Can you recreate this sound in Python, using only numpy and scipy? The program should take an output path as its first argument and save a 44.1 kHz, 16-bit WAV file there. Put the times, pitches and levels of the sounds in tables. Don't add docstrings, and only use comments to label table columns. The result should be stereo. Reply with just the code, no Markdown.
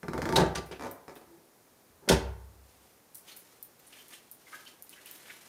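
import sys
import numpy as np
from scipy import signal
from scipy.fft import rfft, irfft, next_fast_len
from scipy.io import wavfile
from scipy.ndimage import map_coordinates

SR = 44100
rng = np.random.default_rng(int(sys.argv[2]) if len(sys.argv) > 2 else 0)


def invert_db(level):
    return 10 ** (np.asarray(level, dtype=float) / 20)


def bounce(signal):
    frames = np.transpose(np.atleast_2d(signal))
    limited = np.clip(frames, -1, 1)
    pcm = np.round(limited * 32767).astype(np.int16)
    wavfile.write(sys.argv[1], SR, pcm)


N = 241800
LATCHED, LEANS, SHUT = 0.36, 0.75, 2


def unit(x):
    return x / np.sqrt(np.mean(x ** 2) + 1e-20)


def along(points, hz):
    f, v = np.transpose(points)
    return np.interp(np.log(hz + 1), np.log(f + 1), v)


def filtered(x, response):
    m = next_fast_len(x.shape[-1] + SR // 2)
    spectrum = rfft(x, m) * response(np.fft.rfftfreq(m, 1 / SR))
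    return irfft(spectrum, m)[..., :x.shape[-1]]


def body(peaks):
    def response(f):
        h = 0
        for k, (centre, width, db) in enumerate(peaks):
            damping = 1j * f * width
            h = h + (-1) ** k * invert_db(db) * damping / (centre * centre - f * f + damping)
        return h / np.sqrt(np.mean(abs(h) ** 2))
    return response


def coloured(spectrum):
    return unit(filtered(rng.standard_normal(N), lambda hz: invert_db(along(spectrum, hz))))


def hollow(hz, width):
    return unit(filtered(rng.standard_normal(N), lambda f: body([(hz, width, 0)])(f) ** 2))


def paired(pair, alike):
    turn = lambda hz: np.arccos(np.clip(along(alike, hz), -1, 1)) / 2
    mid, side = filtered(pair, lambda hz: np.array([np.cos(turn(hz)), np.sin(turn(hz))]))
    return np.array([mid + side, mid - side])


def burst(s, db, length, fall, rise=0.001):
    out, first = np.zeros(N), int(s * SR) + 1
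    t = np.arange(first, min(N, first + int((length + 2 * fall) * SR))) / SR - s
    decay = invert_db(db - 60 * np.maximum(t - length, 0) / fall)
    out[first:first + len(t)] = decay * np.minimum(t / rise, 1)
    return out


def ring(s, db, hz, t60, rise=0.00013, sag=0):
    sag_s = 0.0391
    out, first = np.zeros(N), round(s * SR)
    t = np.arange(min(N - first, int(1.5 * t60 * SR))) / SR
    bent = t - sag * sag_s * np.expm1(-t / sag_s)
    out[first:first + len(t)] = invert_db(db - 60 * t / t60) * np.sin(2 * np.pi * hz * bent) * (1 - np.exp(-t / rise))
    return out


# f/Hz, level/dB
TONE_COLOUR = [(12, -36), (20, -20), (156, -4), (189, -3), (224, -3), (273, -3.5), (440, -4.5), (1240, -15),
               (1350, -16.5), (1950, -19.5), (2970, -26.5), (15200, -26.5), (16500, -54.5)]
# f/Hz, left-right likeness
TONE_ALIKE = [(60, -0.65), (180, -0.86), (550, -0.74), (1650, -0.52), (4970, 0.27), (15000, 0.45)]


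def hush():
    pair = paired(rng.standard_normal((2, N)), TONE_ALIKE)
    return invert_db(-55) * unit(filtered(pair, lambda hz: invert_db(along(TONE_COLOUR, hz))))


# t/s, peak level/dB
PUSHED = [
    (0.0322, -38),
    (0.0839, -32),
    (0.135, -31.5),
    (0.1799, -31),
    (0.2197, -29.5),
    (0.2561, -30.5),
    (0.2916, -30),
    (0.3261, -29.5),
]
# t/s, length/s, peak level/dB, peak delay/s, rise and fall/(dB/s)
CHATTER = [
    (0.7133, .015, -40, .001, 150),
    (0.7966, .075, -31.5, 0.03, 100),
    (1.0817, .045, -36, .001, 402),
    (1.1634, .005, -43.5, 0.0012, 200),
    (1.2145, .005, -46, 0.00094, 197),
]


def slips(count=9):
    jerks = [(s, db, -11.5 + 22.5 * s, -3, -11.5) for s, db in PUSHED]
    first_gap_s, quickens = 0.0142, 0.935
    after = first_gap_s * (1 - quickens ** np.arange(count)) / (1 - quickens)
    for s, length, db, peak, slope_db in CHATTER:
        for t in after[after < length]:
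            jerks.append((s + t, db - slope_db * abs(t - peak), -13.5, -15, -35.5))
    return jerks


def jerk(s, db, pitch, count=200):
    out, t = np.zeros(N), np.arange(-count, count) / SR
    plate_hz, wind_up_s, spike_s = 1500, 0.0009, 0.00016
    swell = np.exp(np.where(t < 0, t, -4 * t) / wind_up_s)
    wound = invert_db(4) * np.cos(2 * np.pi * plate_hz * pitch * t) * swell
    spike = invert_db(5.5) * np.exp(-(pitch * t / spike_s) ** 2)
    shape = -wound - spike if s < LATCHED else spike
    out[round((s - 0.0002) * SR) - count:][:2 * count] = invert_db(db) * shape
    return out


# f/Hz, width/Hz, level/dB
LEAF_BODY = [(96.4, 5.9, -0.5), (214, 43, 2), (294, 45, 3.5), (369, 59, 4), (473, 82, -0.5), (693, 73, -3),
             (884, 13, -5.5), (1180, 150, -14), (1387, 44, -6), (1470, 21, -32), (1670, 36, -5.5),
             (2100, 120, -13.5), (2350, 67, -8.5)]
# f/Hz, level/dB
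GRIT_COLOUR = [(2400, -32), (3000, -5.5), (3600, -4), (5500, -3), (7000, -6.5), (10400, -11.5),
               (15500, -18), (16500, -35)]
# f/Hz, level/dB
GROAN = [(41, -36.5), (70, 3), (428, 4.5), (621, -4), (933, -4.5), (1140, -8.5), (1840, -16.5), (2300, -16),
         (2800, -32.5), (4000, -47.5), (5200, -55), (8800, -120)]
# f/Hz, level/dB
SHUDDER = [(59, -38), (100, -10), (407, 2), (628, -2.5), (895, 1.5), (1340, -8.5), (2230, -13), (3030, -28),
           (4000, -32), (5200, -56.5), (8800, -120)]


def hinge():
    jolts, spit, shudder, knock = np.zeros((4, N))
    for (s, db, grit_db, shudder_db, _), pitch in zip(slips(), rng.uniform(0.81, 1.2, size=40)):
        jolts[round(s * SR)] = invert_db(db + 15.5)
        knock += jerk(s, db, pitch)
        spit += burst(s - 0.002, db + grit_db - 5, 0.002, 0.015)
        spit += burst(s, db + grit_db - 24, 0.0072, 0.19)
        shudder += burst(s + 0.002, db + shudder_db, 0.0081, 0.099)
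    dull = lambda hz: 1 / (1 + 1.3j * hz / 2500 - (hz / 2500) ** 2) ** 2
    wood = filtered(filtered(jolts, body(LEAF_BODY)), dull)
    colour = np.where(np.arange(N) < LATCHED * SR, coloured(GROAN), coloured(SHUDDER))
    return wood + spit * coloured(GRIT_COLOUR) + shudder * colour, knock


# f/Hz, level/dB, t60/s
BOOM_MODES = [
    (63.48, 1, .93),
    (67.44, -9.8, .91),
    (69.21, -4, .94),
    (77.5, -20, .6),
              (96.5, -8, 1), (101, -9, 0.53), (111.6, -12, 0.7), (171.4, -17, 0.81)]


def boom():
    blows = [(s, boom_db) for s, *_, boom_db in THUDS]
    blows += [(s, db + boom_db) for s, db, *_, boom_db in slips()]
    kicks = np.zeros((2, N))
    for s, db in blows:
        kicks[int(s >= SHUT), round(s * SR)] += invert_db(db)
    modes = []
    for lasting in (0.6, 1):
        modes.append(sum(ring(0, db, hz, t60 * lasting, 0.015) for hz, db, t60 in BOOM_MODES))
    return signal.fftconvolve(kicks, modes, axes=1)[:, :N].sum(axis=0)


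# t/s, level/dB
STRIKES = [(.0335, -51), (0.0846, -59), (.136, -43), (0.179, -45.5), (.22, -48), (.257, -41), (.292, -37.5),
           (0.328, -34.5), (.366, -33), (0.391, -29), (.558, -38), (.81, -45), (.847, -42.5),
           (1.083, -56.5), (2.099, -26), (2.111, -31)]
# f/Hz, level/dB, t60/s
AJAR = [(143, -9, 0.12), (188.6, -2, 0.16), (249, -14, 0.78), (392.6, -8, 0.67), (484, -20, 0.95),
        (543, -12, 0.19), (668, -6, 0.52), (778, -9, 0.41), (893.6, 0, 0.32), (1174, -6, 0.3)]
# f/Hz, level/dB, t60/s
RESTING = [(251, -14, 0.61), (375, -5, 0.25), (503, -17, 0.47), (557, 6.5, 0.43), (630, -27, 0.41),
           (730, -14, 0.3), (895, 2.5, 0.24), (1050, -28, 0.41)]
# f/Hz, level/dB, t60/s
SEATED = [(155.5, 8, 0.17), (227, -4, 0.33), (308, -32, 0.16), (398, 3.5, 0.133), (434, -15, 0.62),
          (579, -13.5, 0.44), (850, -23, 0.218), (1160, -30.5, 0.79)]


def panel():
    out = np.zeros(N)
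    sway = rng.normal(0, 2.4, (len(STRIKES), len(AJAR)))
    for (s, db), row in zip(STRIKES, sway):
        modes = AJAR if s < LEANS else RESTING if s < SHUT else SEATED
        for (hz, level, t60), odd in zip(modes, row):
            out += ring(s, db + level + odd, hz, t60, 0.0046, sag=0.15 * (s > SHUT))
    return out


# t/s, level/dB, length/s, ring f/Hz, ring level/dB
CONTACTS = [(0.3572, -28.5, 0.002, 3940, 2), (0.3605, -25.5, 0.0042, 3870, 1.5),
            (0.367, -29.5, 0.0054, 4400, -1), (0.382, -37.5, 0.028, 4170, -13),
            (0.459, -46.5, 0.0082, 7160, -17), (0.55, -38, 0.002, 3280, -12),
            (0.5548, -34.5, 0.0052, 9000, -11.5), (0.572, -42, 0.013, 4980, -3.5),
            (0.713, -48.5, 0.0047, 4800, -6), (0.72, -49.5, 0.011, 3340, -5),
            (0.734, -57.5, 0.035, 2500, -2), (0.403, -38, .004, 5160, -3), (0.414, -40, .006, 3900, 1),
            (2.141, -37, .006, 2500, -9), (2.16, -44, .006, 5600, -8), (1.155, -58, 0.02, 3600, -13),
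            (2.078, -51, 0.005, 3500, -20), (2.0878, -25, 0.0022, 2420, -10),
            (2.089, -21, 0.0061, 3530, -10.5), (2.116, -28.5, 0.0038, 5350, -14),
            (2.126, -30, 0.0044, 5970, -9)]
# f/Hz, level/dB
STEEL = [(900, -38.5), (1400, -4.5), (1800, -5.5), (2920, -4.5), (3750, -4.5), (4430, -5.5), (8930, -10.5),
         (14800, -22.5), (16500, -28.5)]
# t/s, level/dB, f/Hz, t60/s
PINGS = [
    (.556, -29.5, 5900, 0.035),
    (.3615, -26, 3850, 0.035),
    (2.092, -23.5, 5600, .04),
    (2.117, -26, 5400, 0.045),
]


def latch():
    out, tone = np.zeros((2, N))
    for s, db, length, ring_hz, ring_db in CONTACTS:
        tilt_db = np.clip(0.2 * (db + 25), -8.5, 0)
        chatter = coloured([(hz, level + tilt_db * np.log2(hz / 4000)) for hz, level in STEEL])
        out += burst(s, db, length, 0.056) * chatter
        tone += burst(s, db + ring_db, length, 0.036) * hollow(ring_hz, 480)
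    for s, db, hz, t60 in PINGS:
        tone += ring(s, db, hz, t60, 0.0012)
    return out, tone


# t/s, level/dB, length/s, boom level/dB
THUDS = [(0.358, -23.5, 0.024, -43.5), (0.382, -24, 0.043, -30), (0.434, -41, 0.019, -32.5),
         (0.556, -38.5, 0.04, -39), (0.71, -42, 0.023, -51), (1.268, -66, 0.13, -67.5),
         (2.024, -58, 0.15, -78), (2.077, -34, 0.026, -76), (2.098, -21, 0.0016, -77),
         (2.109, -22, 0.0042, -71.5), (2.1125, -44.5, .002, -24.5), (2.119, -32.5, 0.0045, -67.5)]
# f/Hz, level/dB
FRAME = [(47, -29.5), (80, -8), (104, -15), (166, -0.5), (290, -11), (385, 1), (430, -4.5), (549, -7.5),
         (710, -12), (865, -7), (1150, -19.5), (1610, -16.5), (2460, -37), (3000, -43.5), (3900, -36.5),
         (6600, -120)]


def thuds():
    return coloured(FRAME) * sum(burst(s, db, length, 0.11) for s, db, length, _ in THUDS)


# t/s, level/dB, width/s
SLAPS = [
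    (2.1003, -10, .0006),
    (2.111, -13, .0009),
    (.4368, -17, .0008),
]


def slap():
    out = np.zeros(N)
    for s, db, width in SLAPS:
        u = ((np.arange(N) / SR - s) / width) ** 2
        out += invert_db(db) * (2 * u - 1) * np.exp(-u)
    return out


# t/s, peak level/dB, ring level/dB, rebound level/dB
TICKS = [(0.661, -49, -24, -14), (0.912, -37, 1, -11), (1.1543, -47, -22.5, -15), (3.6268, -38, 5, 0),
         (4.0823, -45.5, -16, -10), (4.3135, -40, 2, -4.5), (4.8232, -34.5, -4, -23),
         (4.8932, -36.5, -20, -16), (5.0587, -38.5, -21.5, -20), (5.1117, -37.5, -1, -10),
         (5.138, -55, -8, -20), (5.16, -54, -8, -20)]
# t/s, peak level/dB, rattle level/dB
JANGLES = [
    (3.15, -34, -56),
    (3.3685, -38.5, -60.5),
]
# t/s from the jolt, level/dB
JANGLE = [
    (-.004, -4),
    (-.0018, -7),
    (0, -5),
    (.0035, -0.5),
    (.006, -10),
    (.021, -14),
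    (.032, -13),
]
# f/Hz, level/dB, t60/s
TAB = [
    (13850, -4, 0.03),
    (13100, -11, .03),
    (9500, -19, 0.062),
]
# f/Hz, level/dB
SNAP = [(1760, -65), (4000, -15), (8200, -6.5), (10100, 1), (13400, -1.5), (15500, -3), (16500, -31)]


def zip_pull():
    snap, tab = np.zeros((2, N))
    contacts = [(s, db, ring_db) for s, db, ring_db, _ in TICKS]
    contacts += [(s + 0.0058, db + back_db, ring_db - 18) for s, db, ring_db, back_db in TICKS]
    contacts += [(s + lag, db + loss_db, -23) for s, db, _ in JANGLES for lag, loss_db in JANGLE]
    for s, db, ring_db in contacts:
        snap += burst(s, db - 3, 0.0012, 0.004)
        tab += sum(ring(s, db + ring_db + level + 2, hz, t60) for hz, level, t60 in TAB)
    snap += sum(burst(s, -62.5, 0.015, 0.12) for s, *_ in TICKS)
    snap += sum(burst(s, rattle_db, 0.033, 0.14) for s, _, rattle_db in JANGLES)
    return snap * coloured(SNAP) + tab


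# t/s, level/dB, length/s, f/Hz, width/Hz
SCUFFS = [(3.276, -55.5, 0.027, 3190, 896), (3.28, -62, 0.018, 6250, 600), (3.312, -55, 0.016, 4230, 900),
          (3.79, -60, 0.0092, 13600, 2000), (3.862, -57.5, 0.024, 9500, 3000),
          (3.923, -55, 0.016, 2780, 900), (3.983, -59, 0.032, 3090, 500), (4, -61, .015, 13800, 1200),
          (4.129, -56.5, 0.017, 2920, 800), (4.132, -51.5, 0.0089, 9050, 1500),
          (4.659, -54, 0.015, 3060, 497), (4.664, -62, .025, 4420, 400), (1.272, -59.5, 0.095, 333, 30),
          (4.924, -54, 0.016, 2920, 610), (4.958, -58, 0.035, 1740, 900), (5.053, -56, 0.032, 2850, 800),
          (5.296, -44.5, 0.009, 2200, 900)]


def scuffs():
    return sum(burst(s, db, length, 0.02, rise=0.006) * hollow(hz, width) for s, db, length, hz, width in SCUFFS)


def draught():
    return burst(1.9, -70, 0.17, 0.05) * hollow(76.7, 40)


# t/s, hiss peak level/dB, crinkle f/Hz, fade/(dB/s)
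FOLDS = [(2.64, -66, 1500, 43), (2.739, -66, 2350, 300), (2.841, -64, 1820, 81.5), (3.17, -63, 2300, 250),
         (3.291, -54, 3240, 93), (3.45, -63.5, 1510, 28), (3.53, -61, 2290, 200.5), (3.8, -64.5, 1850, 26),
         (3.93, -55.5, 2710, 38), (4.131, -53, 2700, 182), (4.42, -62, 2190, 62), (4.48, -56, 2080, 111),
         (4.531, -53.5, 1740, 58), (4.678, -53.5, 3270, 350), (4.87, -62, 2120, 258),
         (4.928, -57, 2940, 84), (5.0, -60, 1700, 3), (5.079, -54.5, 3070, 45), (5.19, -57, 2290, 8),
         (5.26, -55, 2290, 32), (5.285, -53.5, 2470, 63), (5.305, -50.5, 2320, 300), (5.35, -61, 1890, 80)]


def folds():
    t, hiss_db = np.arange(N) / SR, np.full(N, -79.5)
    for s, db, _, fade_db in FOLDS:
        drop_db = np.where(t < s, 294 * (s - t), fade_db * (t - s))
        hiss_db = np.maximum(hiss_db, db - drop_db)
    s, _, hz, _ = np.transpose(FOLDS)
    crinkle_db = -48.5 + 2.8 * (hiss_db + 52.5)
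    return hiss_db, crinkle_db, np.interp(t, s, hz)


# f/Hz, level/dB
CLOTH = [(290, 4.5), (500, -5.5), (1040, -7.5), (2360, -5), (4690, -7), (9330, -7.5), (15100, -11.5),
         (15800, -30), (16500, -43)]


def rustle(count=12000):
    hiss_db, crinkle_db, pitch_hz = folds()
    near = np.clip((np.arange(N) / SR - 2.6) / 0.1, 0, 1)
    flurry = map_coordinates(rng.standard_normal(N // 400 + 4), [np.arange(N) / 400])
    hiss = invert_db(hiss_db + 2.7 * flurry) * coloured(CLOTH)
    when, spread, size = rng.random((count, 3)).T
    start = ((2.6 + 2.87 * when) * SR).astype(int)
    hz = (pitch_hz[start] * np.exp(spread - 0.5))[:, None]
    t = np.arange(300) / SR
    loudness = invert_db(-3 * np.log(size + 0.00033))[:, None]
    grains = loudness * np.sin(2 * np.pi * hz * t) * np.exp(-hz * t / 1.6)
    places = start[:, None] + np.arange(len(t))
    crinkle = np.bincount(places.ravel(), grains.ravel(), N + len(t))[:N]
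    return near * (hiss + invert_db(crinkle_db - 5.5) * unit(crinkle))


# t/s, level/dB, f/Hz, t60/s
TAPS = [
    (4.469, -49.5, 2100, 0.047),
    (4.528, -44.5, 1634, 0.13),
    (4.53, -45.5, 2060, 0.073),
    (4.53, -45, 1252, 0.15),
    (4.529, -52.5, 1534, 0.15),
    (4.529, -52.5, 1717, 0.1),
    (4.599, -58, 1590, .2),
    (4.733, -49, 300, 0.016),
    (4.97, -60, 1700, 0.047),
]


def plastic():
    return sum(ring(s + lag, db - 200 * lag, hz, t60) for s, db, hz, t60 in TAPS for lag in (0, 0.007, 0.013))


# f/Hz, t60/s
ROOM_DECAY = [(60, 0.94), (130, .4), (250, 0.33), (1000, 0.66), (3000, 0.39), (8000, 0.27), (14000, 0.21)]
# f/Hz, left-right likeness
ECHO_ALIKE = [(60, 0.8), (500, 0.8), (1100, .2), (2500, 0.15), (12000, 0.1)]


def room(x, part=4096):
    out = np.zeros((2, N))
    half = 0.5 + 0.5 * np.sin(np.pi * np.arange(N) / part)
    for share in (half, 1 - half):
        noise = paired(rng.standard_normal((2, SR)), ECHO_ALIKE)
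        hz, t, z = signal.stft(noise, SR, nperseg=256)
        t60 = along(ROOM_DECAY, hz)[:, None]
        tail = signal.istft(z * invert_db(-60 * t / t60) / np.sqrt(t60), SR, nperseg=256)[1]
        late = np.pad(x * share, (130, 0))[None]
        out += signal.fftconvolve(late, tail / np.linalg.norm(tail[0]), axes=1)[:, :N]
    return out


# f/Hz, left minus right level/dB
DOOR_LEAN = [(60, -1.5), (240, .5), (950, 2.5), (3770, 2.5), (15000, 0)]


def scene():
    creak, knock = hinge()
    low = boom()
    steel, tone = latch()
    thud = thuds()
    walker = zip_pull() + scuffs() + rustle() + plastic()
    walker = filtered(walker, lambda hz: 1 / (1 + (300 / (hz + 1)) ** 4))
    door = creak + knock + steel + tone + slap() + thud + panel() + draught()
    aim = lambda hz: invert_db(np.outer([0.5, -0.5], along(DOOR_LEAN, hz)))
    lag = np.array([low, np.roll(low, 24)])
    send = invert_db(1.5) * creak + invert_db(-2.5) * (knock + steel) + invert_db(-8) * tone
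    send += invert_db(-3.5) * thud + invert_db(-0.5) * walker
    return filtered(door[None], aim) + lag + walker * invert_db([[0.7], [-0.7]]) + room(send) + hush()


def top_cut(x):
    return signal.sosfilt(signal.butter(12, 16660, fs=SR, output="sos"), x)


# f/Hz, width/Hz, depth 0-1
HOUSING_DIP = (7660, 240, 0.41)


def record(dry):
    hz0, width, depth = HOUSING_DIP
    dip = lambda hz: 1 - depth * np.exp(-((hz - hz0) / width) ** 2)
    low_cut = lambda hz: 1j * hz / (60 + 1j * hz)
    top = lambda hz: 0.1 + 0.9 / (1 + (hz / 15850) ** 150)
    mix = filtered(dry, lambda hz: dip(hz) * low_cut(hz) * top(hz))
    return top_cut(mix)


dry = scene()
out = record(dry)
bounce(out)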